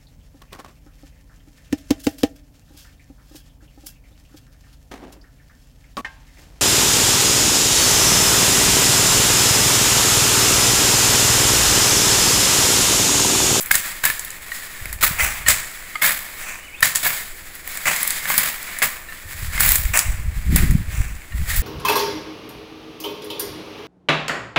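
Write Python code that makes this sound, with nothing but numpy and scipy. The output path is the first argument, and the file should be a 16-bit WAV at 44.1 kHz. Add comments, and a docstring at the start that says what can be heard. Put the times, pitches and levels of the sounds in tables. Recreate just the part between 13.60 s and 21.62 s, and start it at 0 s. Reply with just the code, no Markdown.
"""People clear a hillside with hand blades, some metres away. From the start, swings knock into woody
stems and tear through leaves; twigs snap, cut brush is dragged aside, and the wooded slope echoes faintly.
A light gust passes at 1.2 s. At 3 s a bird whistles once. From 5.6 s stronger gusts buffet the microphone
as the work goes on. The microphone overloads on the hardest blows."""
import sys
import numpy as np
from scipy import signal
from scipy.fft import rfft, irfft, next_fast_len
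from scipy.io import wavfile

SR = 44100
rng = np.random.default_rng(int(sys.argv[2]) if len(sys.argv) > 2 else 0)


def persist_wave(psi):
    """Save psi, clipped to +-1, as 16-bit WAV."""
    counts = np.round(np.clip(psi, -1, 1) * 32767).astype(np.int16)
    wavfile.write(sys.argv[1], SR, np.atleast_2d(counts).T)


N = 353682
TIME = np.arange(N) / SR

# Spectra of cracking wood and dry leaves. Each row: frequency in Hz, density in dB.
WOOD_SPECTRUM = [(40, -20), (170, -9), (300, -18.5), (450, -19.5), (600, -11), (850, -11.5), (1200, -6),
                 (1550, -3.5), (1790, 1.5), (2000, 0), (2230, -0.5), (2800, -9), (5000, -17.5),
                 (16000, -33.5)]
LEAF_SPECTRUM = [(100, -11.5), (600, -18), (1500, -19), (3500, 1.5), (8000, -3), (16000, 1)]


def strokes(settle_db=-14, settle_db_per_s=65, notch_hz=4100, sheen_octaves=0.36):
    """Fibres tear while the blade passes; then the shaken bush settles."""
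    # Each row: start in seconds, stem level in dB, leaves re stems in dB, rise in seconds,
    # length in seconds, foliage sheen in Hz, its boost in dB, ground bounce from 0 to 1.
    cuts = [(.004, -34.5, 9, 0.0024, 0.004, 13000, 12, 0.3), (.108, -22, 4.5, .0025, 0.0043, 11000, -3, 0),
            (.138, -24.5, 6, 0.0076, 0.014, 9000, -2, 0.23), (.433, -18.5, 1, 0.0076, 0.024, 13000, 1.5, 0),
            (1.408, -22.5, 2, 0.0038, 0.014, 13000, -2, 0), (1.427, -18, -1, 0.0018, 0.018, 14200, 6, 0.1),
            (1.583, -26.5, -1, 0.0039, 0.0078, 7000, 0, .83),
            (1.596, -25, 4.5, .006, 0.048, 7000, -3, 0.54), (1.857, -19.5, -6.5, 0.019, 0.026, 8000, 7, 0),
            (1.881, -14, 0.5, 0.007, 0.013, 7100, 3, 0), (2.414, -14.5, -2.5, 0.013, 0.055, 13000, 5, 0),
            (2.78, -37, -7.5, 0.064, 0.13, 7100, 8.5, 0.68), (3.223, -17.5, 2, .003, 0.027, 4500, 1, 0.1),
            (3.347, -31.5, 9.5, 0.0066, .018, 7600, -1.5, 0.2), (3.428, -22, -1, 0.0032, .018, 5800, -2, 0),
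            (3.443, -26, -3, .005, .032, 14900, 11.5, .03),
            (4.253, -16.5, -5, 0.0084, 0.031, 7000, 1.5, 0.31), (4.67, -22.5, -1, 0.011, 0.09, 15500, 5, 0),
            (4.775, -25.5, 0, 0.0034, 0.091, 15000, 3, 0),
            (5.221, -17.5, -1.5, 0.0036, 0.018, 14000, 4, 0.1),
            (5.996, -22.5, 3.5, 0.0049, 0.11, 15000, 7.5, .1),
            (6.335, -18.5, 3, 0.0055, 0.016, 6760, -1, 0.62),
            (6.954, -21.5, -5.5, .011, 0.022, 15000, 1, .16), (7.31, -42.5, 3, .024, 0.12, 7100, 1.5, 0.68),
            (7.952, -41, 17.5, .0085, .017, 15000, 7, .1)]
    # Thick stalks that only low cuts reach. Each row: centre in Hz, width in octaves, dB at bounce 1.
    stalks = [(776, 0.9, 10.5), (2570, 0.18, 18), (5900, 0.082, 14)]
    clumps = unit(amp(2 * wander(rate_hz=110)))
    stems = amp(-3.5) * colour(clumps * crackle(per_s=1800, spread_db=3, hiss_db=-1), WOOD_SPECTRUM)
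    leaves = amp(-1.5) * colour(clumps * crackle(per_s=6000, spread_db=4.5, hiss_db=2.5), LEAF_SPECTRUM)
    out = np.zeros(N)
    t = np.arange(SR) / SR
    for start_s, db, leaf_db, rise_s, length_s, sheen_hz, sheen_db, bounce in cuts:
        after_s = np.maximum(t - length_s, 0)
        fade_db_per_s = 198 * (0.025 / length_s) ** 0.37  # longer cuts shake more brush, die more slowly
        settling = amp(settle_db - settle_db_per_s * after_s)
        envelope = np.minimum(t / rise_s, 1) * np.hypot(amp(-fade_db_per_s * after_s), settling)
        span = (round(start_s * SR) + np.arange(SR)) % N
        tear = stems[span] + amp(leaf_db) * leaves[span]
        tear = tint(tear, lambda f: amp(sheen_db * hump(f, sheen_hz, sheen_octaves)))
        # the delayed ground bounce hollows the upper middle
        tear = tint(tear, lambda f: (1 + bounce * np.exp(-1j * np.pi * f / notch_hz)) / np.hypot(1, bounce))
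        tear = tint(tear, lambda f: amp(bounce * sum(boost_db * hump(f, hz, octaves)
                                                     for hz, octaves, boost_db in stalks)))
        add(out, start_s, amp(db) * envelope * tear)
    return out


def chops(contact_s=0.00066, graze_db=-13, graze_s=0.0016):
    """A blow swells over the contact time and rings a thick stem's damped modes; the edge grazes bark."""
    # Each row: start in seconds, relative level in dB, stem pitch in Hz, t60 in seconds.
    blows = [(0.111, -2.5, 1625, 0.018), (0.113, 0, 2160, 0.018), (0.143, -11.5, 1856, 0.045),
             (0.439, -2, 1640, 0.0097), (0.451, -11, 1800, 0.029), (0.464, -13, 1734, 0.077),
             (0.501, -11, 1740, 0.03), (0.918, -17.5, 1890, 0.036), (1.426, -16, 1374, 0.045),
             (1.436, -2.5, 1230, 0.01), (1.605, -12, 2040, 0.08), (1.863, -14, 1850, 0.094),
             (1.882, -8.5, 1740, 0.034), (2.354, -20, 1247, 0.061), (2.356, -15.5, 2110, 0.035),
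             (2.419, -12.5, 2165, 0.12), (2.443, -10.5, 1710, 0.039), (3.228, 4, 1838, 0.023),
             (3.357, -16, 1820, 0.03), (3.456, -15, 1690, 0.088), (3.46, -23, 716, 0.074),
             (4.264, -21, 2170, .028), (4.701, -12, 2090, 0.028), (4.704, -4.5, 1130, 0.0075),
             (5.22, -11, 2110, 0.02), (5.486, -33, 1803, 0.2), (5.523, -26.5, 1770, 0.051),
             (5.978, -6.5, 2100, 0.017), (6.338, -12, 2445, 0.014), (7.722, -31, 1840, 0.096)]
    # Each row: nominal multiple of the pitch, level in dB, factor on t60.
    stem_modes = [(.6, -17, 0.88), (.75, -15.5, 0.83), (0.999, -1.5, 1), (1.016, -23.5, 6.3),
                  (1.2, -25, 0.6), (1.55, -9, 0.38), (2.25, -11, 0.33)]
    rings, bark = np.zeros((2, N))
    t = np.arange(SR // 4) / SR
    for start_s, db, hz, t60_s in blows:
        stretch = rng.uniform(.88, 1.12)  # no two stems space their modes alike
        ring = np.zeros(len(t))
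        for ratio, mode_db, t60_factor in stem_modes:
            decay = amp(mode_db - 60 * t / (t60_s * t60_factor))
            ring += decay * np.sin(2 * np.pi * (hz * ratio ** stretch * t + rng.random()))
        blow = amp(db + 3.5) * (1 - np.exp(-t / contact_s))
        graze = amp(graze_db) * np.exp(-t / graze_s) * rng.standard_normal(len(t))
        add(rings, start_s, blow * ring)
        add(bark, start_s, blow * graze)
    return rings + colour(bark, WOOD_SPECTRUM)


def snaps(rise_s=0.00091, split_s=0.0014, scatter_db=-19, scatter_s=0.022, skirt_db=-6):
    """A twig splits in milliseconds, shriller the thinner it is; nearby stems scatter the crack."""
    # Each row: start in seconds, relative crack level in dB, pitch in Hz, wood re crack in dB.
    twigs = [(0.0595, -19.5, 10700, -15), (0.114, -3, 10600, -19), (0.124, -16, 14200, -16.5),
             (0.1534, -3, 9300, -20), (0.453, -3, 12100, -1), (0.5, -15.5, 10600, 4),
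             (0.5938, -15, 8400, -16), (0.648, -18.5, 12200, -25), (0.704, -22, 7760, -46),
             (1.256, -23.5, 11700, 4.5), (1.328, -16.5, 11500, -10), (1.428, -12, 5400, -18),
             (1.4441, -5, 13100, -24), (1.885, -0.5, 7560, -12), (3.206, -20.5, 12500, -6),
             (3.227, -5.5, 4250, -30), (3.268, -18, 6900, -10), (3.357, -5, 7750, -28),
             (3.504, -19, 13000, 5.5), (3.952, -26.5, 11800, -15), (4.0754, -20, 12200, -2.5),
             (4.173, -17.5, 9400, -1.5), (4.3616, -15, 8640, -15), (4.4301, -8.5, 12200, -22),
             (4.476, -9.5, 11700, -25), (4.5055, -10.5, 9200, -22), (4.655, -26, 10000, 11),
             (4.7003, -14, 10800, 5.5), (4.7408, -16.5, 11600, 3), (4.7786, 1, 11900, -22),
             (4.782, -10, 12500, -3), (5.0285, -22, 9700, -12), (5.187, -16.5, 9550, -11),
             (5.2186, -22, 3800, 14.5), (5.368, -40, 5000, 14), (5.933, -30, 5000, 11),
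             (5.9776, -27, 9000, 9), (6.0054, -5, 10700, -3.5), (6.061, -10, 11300, -4),
             (6.09, -4, 10900, -24), (6.119, -1, 14200, -30), (6.156, -2.5, 11300, -14),
             (6.2517, -24, 7900, 4.5), (6.3733, -4.5, 8500, -7), (6.3904, -1.5, 7340, -24),
             (6.96, -3, 11700, -22), (7.109, -21.5, 10400, -2), (7.552, -36.5, 5400, -13),
             (7.6186, -48, 5530, 17), (7.963, -14, 12000, -18)]
    wood, cracks = np.zeros((2, N))
    t = np.arange(SR // 10) / SR
    envelope = np.minimum(t / rise_s, 1) * (np.exp(-t / split_s) + amp(scatter_db) * np.exp(-t / scatter_s))
    for start_s, db, hz, wood_db in twigs:
        fibres = rng.standard_normal(len(t))
        crack = envelope * unit(tint(fibres, lambda f: amp(skirt_db) + hump(f, hz, octaves=0.41)))
        crack *= np.linalg.norm(envelope) / np.linalg.norm(crack)
        gain = amp(db + 2.5)
        add(wood, start_s, gain * amp(wood_db) * envelope * fibres)
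        add(cracks, start_s, gain * crack)
    return colour(wood, WOOD_SPECTRUM) + colour(cracks, LEAF_SPECTRUM)


def rustle(ring_db=-10.5):
    """Dragged or trodden branches scrape, ring and crackle in clumps; a few dry sticks crack."""
    # Each row: start and length in seconds, relative stem level in dB, leaf offset in dB, pitch in Hz.
    pulls = [(0, 0.075, -34.5, -12, 2120), (.21, 0.058, -28.5, 5.5, 1890), (0.497, 0.81, -38, 3.5, 1840),
             (0.89, 0.071, -39, 10.5, 1830), (1.473, 0.3, -31.5, 1.5, 2100), (2.0, 0.38, -37.5, 2.5, 1980),
             (2.607, 0.29, -37, 4, 2230), (3.49, 0.049, -27.5, 6.5, 2070), (3.665, 0.78, -45.5, 7.5, 1950),
             (4.051, 0.35, -34, 6, 2200), (4.267, 0.32, -27, 7, 2110), (4.624, .2, -29.5, -6, 1780),
             (4.952, 0.25, -33, 1, 2230), (5.47, 0.17, -40.5, 3, 1840), (5.65, 0.42, -35.5, 6, 1800),
             (5.905, 0.18, -26.5, 1.5, 2110), (6.23, 0.25, -37, 2, 2110), (6.71, 0.25, -40, 3, 2180),
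             (6.893, 0.13, -30, 4.5, 2000), (7.263, 0.11, -36, 1, 2180), (7.73, 0.16, -40, 5.5, 1900),
             (7.863, 0.062, -25.5, 5, 1880)]
    clumps = unit(amp(1.63 * wander(rate_hz=24)))
    sticks = crackle(per_s=45, spread_db=2.5, hiss_db=-35)
    stems = clumps * crackle(per_s=900, spread_db=0.5, hiss_db=5.5) + amp(-9) * sticks
    leaves = clumps * crackle(per_s=3000, spread_db=-2, hiss_db=-3) + amp(-13.5) * sticks
    scrape = crackle(per_s=580, spread_db=2, hiss_db=-1.5)
    stem_power, leaf_power = amp(-43) ** 2, amp(-53) ** 2  # the brush never quite rests
    rings = np.zeros(N)
    for start_s, length_s, db, leaf_db, hz in pulls:
        pull = amp(db) * swell(start_s, length_s, rise_s=0.044, fall_db_per_s=90)
        stem_power += pull ** 2
        leaf_power += (amp(leaf_db) * pull) ** 2
        rings += amp(ring_db) * pull * resonate(scrape, hz, width_hz=170)
    stems = amp(-3) * np.sqrt(stem_power) * colour(stems, WOOD_SPECTRUM)
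    leaves = amp(-6) * np.sqrt(leaf_power) * colour(leaves, LEAF_SPECTRUM)
    return rings + stems + leaves


def wind(breeze_db=-52):
    """Eddies at the microphone: a rumble that swells in gusts, with harder buffets in strong ones."""
    # Each row: start and length in seconds, relative level in dB, buffet offset in dB.
    gusts = [(1.2, 0.76, -33.5, -21), (5.64, 0.12, -32.5, -32), (5.784, 0.54, -23.5, -21),
             (5.998, 0.075, -15, -14), (6.445, 1.073, -21.5, -18), (6.878, 0.28, -15, -3),
             (7.707, 0.35, -20.5, -22)]
    # Each row of both: frequency in Hz, density in dB.
    rumble_spectrum = [(10, -1.5), (25, -3), (50, 0.5), (85, -3.5), (125, -12), (200, -23), (400, -83),
                       (900, -74)]
    buffet_spectrum = [(40, -10), (100, -5.5), (160, 3), (220, -2), (350, -14.5), (600, -36), (1500, -65)]
    rumble, buffets = noise(rumble_spectrum), noise(buffet_spectrum)
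    turbulence = unit(amp(3.7 * wander(rate_hz=25)))
    out = amp(breeze_db + 1.7 * wander(rate_hz=2.4)) * rumble
    for start_s, length_s, db, buffet_db in gusts:
        gust = amp(db) * swell(start_s, length_s, rise_s=0.025, fall_db_per_s=226)
        out += gust * turbulence * (amp(-1.9) * rumble + amp(buffet_db - 6.5) * buffets)
    return out


def thumps(width_cycles=0.43):
    """A single eddy slaps the microphone: one short push and pull of pressure."""
    # Each row: centre in seconds, peak in dB, pitch in Hz.
    eddies = [(1.512, -19, 124), (1.635, -18, 50), (1.898, -19, 80), (5.831, -16, 70), (6.26, -8.5, 50.4),
              (6.499, -8, 41.5), (6.929, -9, 173), (7.121, -7, 120), (7.154, -1.5, 128), (7.407, -14, 101),
              (7.997, -6, 47)]
    out = np.zeros(N)
    for centre_s, db, hz in eddies:
        cycles = (TIME - centre_s) * hz
        envelope = np.exp(-np.minimum((cycles / width_cycles) ** 2, 50))
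        out += amp(db) * envelope * np.cos(2 * np.pi * cycles)
    return out


def bird():
    """One pure, gliding whistle from the trees."""
    # Each row: time in seconds, pitch in Hz, level in dB.
    contour = [(3.0, 2700, -56), (3.045, 3000, -42), (3.068, 2950, -44), (3.088, 2200, -36.5),
               (3.115, 2110, -52), (3.15, 2560, -29), (3.161, 3050, -50), (3.184, 3600, -42),
               (3.22, 3650, -51)]
    times_s, hz, db = np.transpose(contour)
    t = np.arange(times_s[0], times_s[-1], 1 / SR)
    tone = np.sin(2 * np.pi * np.cumsum(np.interp(t, times_s, hz)) / SR)
    envelope = amp(np.interp(t, times_s, db)) * signal.windows.tukey(len(t), .1)
    out = np.zeros(N)
    add(out, times_s[0], envelope * tone)
    return out


def slope_echo(x, build_s=0.029):
    """Trunks and foliage return a diffuse echo that builds up and dies by band."""
    # Each row: frequency in Hz, t60 in seconds.
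    decay_times = [(100, 0.82), (1000, 0.9), (2000, 0.49), (8000, 0.51), (16000, 0.32)]
    hz, t, bands = signal.stft(rng.standard_normal(SR), SR, nperseg=256)
    bands *= amp(-60 * t / lookup(decay_times, hz)[:, None]) * (1 - np.exp(-t / build_s))
    tail = signal.istft(bands, SR, nperseg=256)[1]
    return signal.oaconvolve(x, tail / np.linalg.norm(tail))[:N]


def still_air(level_db=-40.5):
    """A faint, steady outdoor hush."""
    # Each row: frequency in Hz, density in dB.
    air_spectrum = [(25, 15), (45, -8), (80, -16), (150, -10.5), (250, -10), (340, -7.5), (450, -10.5),
                    (800, -14), (1450, -17.5), (1850, -16), (2250, -8.5), (3000, -21.5), (16000, -21.5)]
    return amp(level_db) * noise(air_spectrum)


def amp(db):
    """Decibels to gain."""
    return 10 ** (np.asarray(db) / 20)


def unit(x):
    """Scales to rms 1."""
    return x / np.sqrt(np.mean(x ** 2) + 1e-20)


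def lookup(points, hz):
    """Interpolates a table over log frequency."""
    f, value = np.transpose(points)
    return np.interp(np.log(hz + 1), np.log(f + 1), value)


def add(mix, start_s, sound):
    """Mixes a sound in at start_s."""
    part = mix[max(round(start_s * SR), 0):][:len(sound)]
    part += sound[:len(part)]


def colour(x, spectrum, keep_power=True, size=4096):
    """Minimum-phase filter with the given spectrum."""
    log_gain = np.log(amp(lookup(spectrum, abs(np.fft.fftfreq(size, 1 / SR)))))
    taps = np.fft.ifft(np.exp(signal.hilbert(log_gain).conj())).real[:size // 2]
    return signal.oaconvolve(x, taps / np.linalg.norm(taps) if keep_power else taps)[:N]


def tint(x, gain):
    """Filters by gain(Hz)."""
    return irfft(rfft(x) * gain(np.fft.rfftfreq(len(x), 1 / SR) + 1), len(x))


def hump(f, hz, octaves):
    """A bell around hz, peak 1."""
    return np.exp(-.5 * (np.log2(f / hz) / octaves) ** 2)


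def resonate(x, hz, width_hz):
    """One steep resonance, rms 1."""
    b, a = signal.iirpeak(hz, hz / width_hz, SR)
    return unit(signal.lfilter(b, a, signal.lfilter(b, a, x)))


def noise(spectrum):
    """Steady coloured noise, rms 1."""
    return unit(tint(rng.standard_normal(next_fast_len(N)), lambda f: amp(lookup(spectrum, f)))[:N])


def wander(rate_hz):
    """Random drift below rate_hz, rms 1."""
    return unit(tint(rng.standard_normal(next_fast_len(N)), lambda f: 1 / (1 + (f / rate_hz) ** 4))[:N])


def crackle(per_s, spread_db, hiss_db):
    """Tiny fractures of unequal size over a hiss of rubbing, rms 1."""
    size = amp(spread_db * np.minimum(rng.exponential(1, N), 4))
    clicks = size * rng.choice([-1, 1], N) * (rng.random(N) < per_s / SR)
    return unit(unit(clicks) + amp(hiss_db) * rng.standard_normal(N))


def swell(start_s, length_s, rise_s, fall_db_per_s):
    """Envelope: rises, holds until length_s is over, dies away."""
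    t = TIME - start_s
    return np.clip(t / rise_s, 0, 1) * amp(-fall_db_per_s * np.maximum(t - length_s, 0))


def scene():
    """Brush work, bird, their echo, air and wind, in mono."""
    work = strokes() + rustle() + snaps() + chops()
    whistle = bird()
    echo = slope_echo(amp(-17.5) * work + amp(-4) * whistle)
    return (work + whistle + echo + still_air() + wind() + thumps())[None]


def record(dry, cutoff_hz=15650):
    """The microphone port ripples the treble; the loudest peaks clip; a low-pass follows."""
    # Each row: frequency in Hz, gain in dB.
    port_response = [(4000, -0.5), (4900, .5), (5900, -3.5), (6500, 0.5), (6930, 4.5), (7500, 5.5),
                     (8250, 7), (9000, -5), (10200, 5.5), (11600, -.5), (12800, 1), (13900, 3),
                     (14600, -2.5), (15300, 5.5)]
    clipped = np.clip(colour(dry[0], port_response, keep_power=False), -1, 1)
    lowpass = signal.firwin(511, cutoff_hz, window=("kaiser", 8), fs=SR)
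    return signal.oaconvolve(clipped, lowpass, "same")[None]


dry = scene()
out = record(dry)
persist_wave(out)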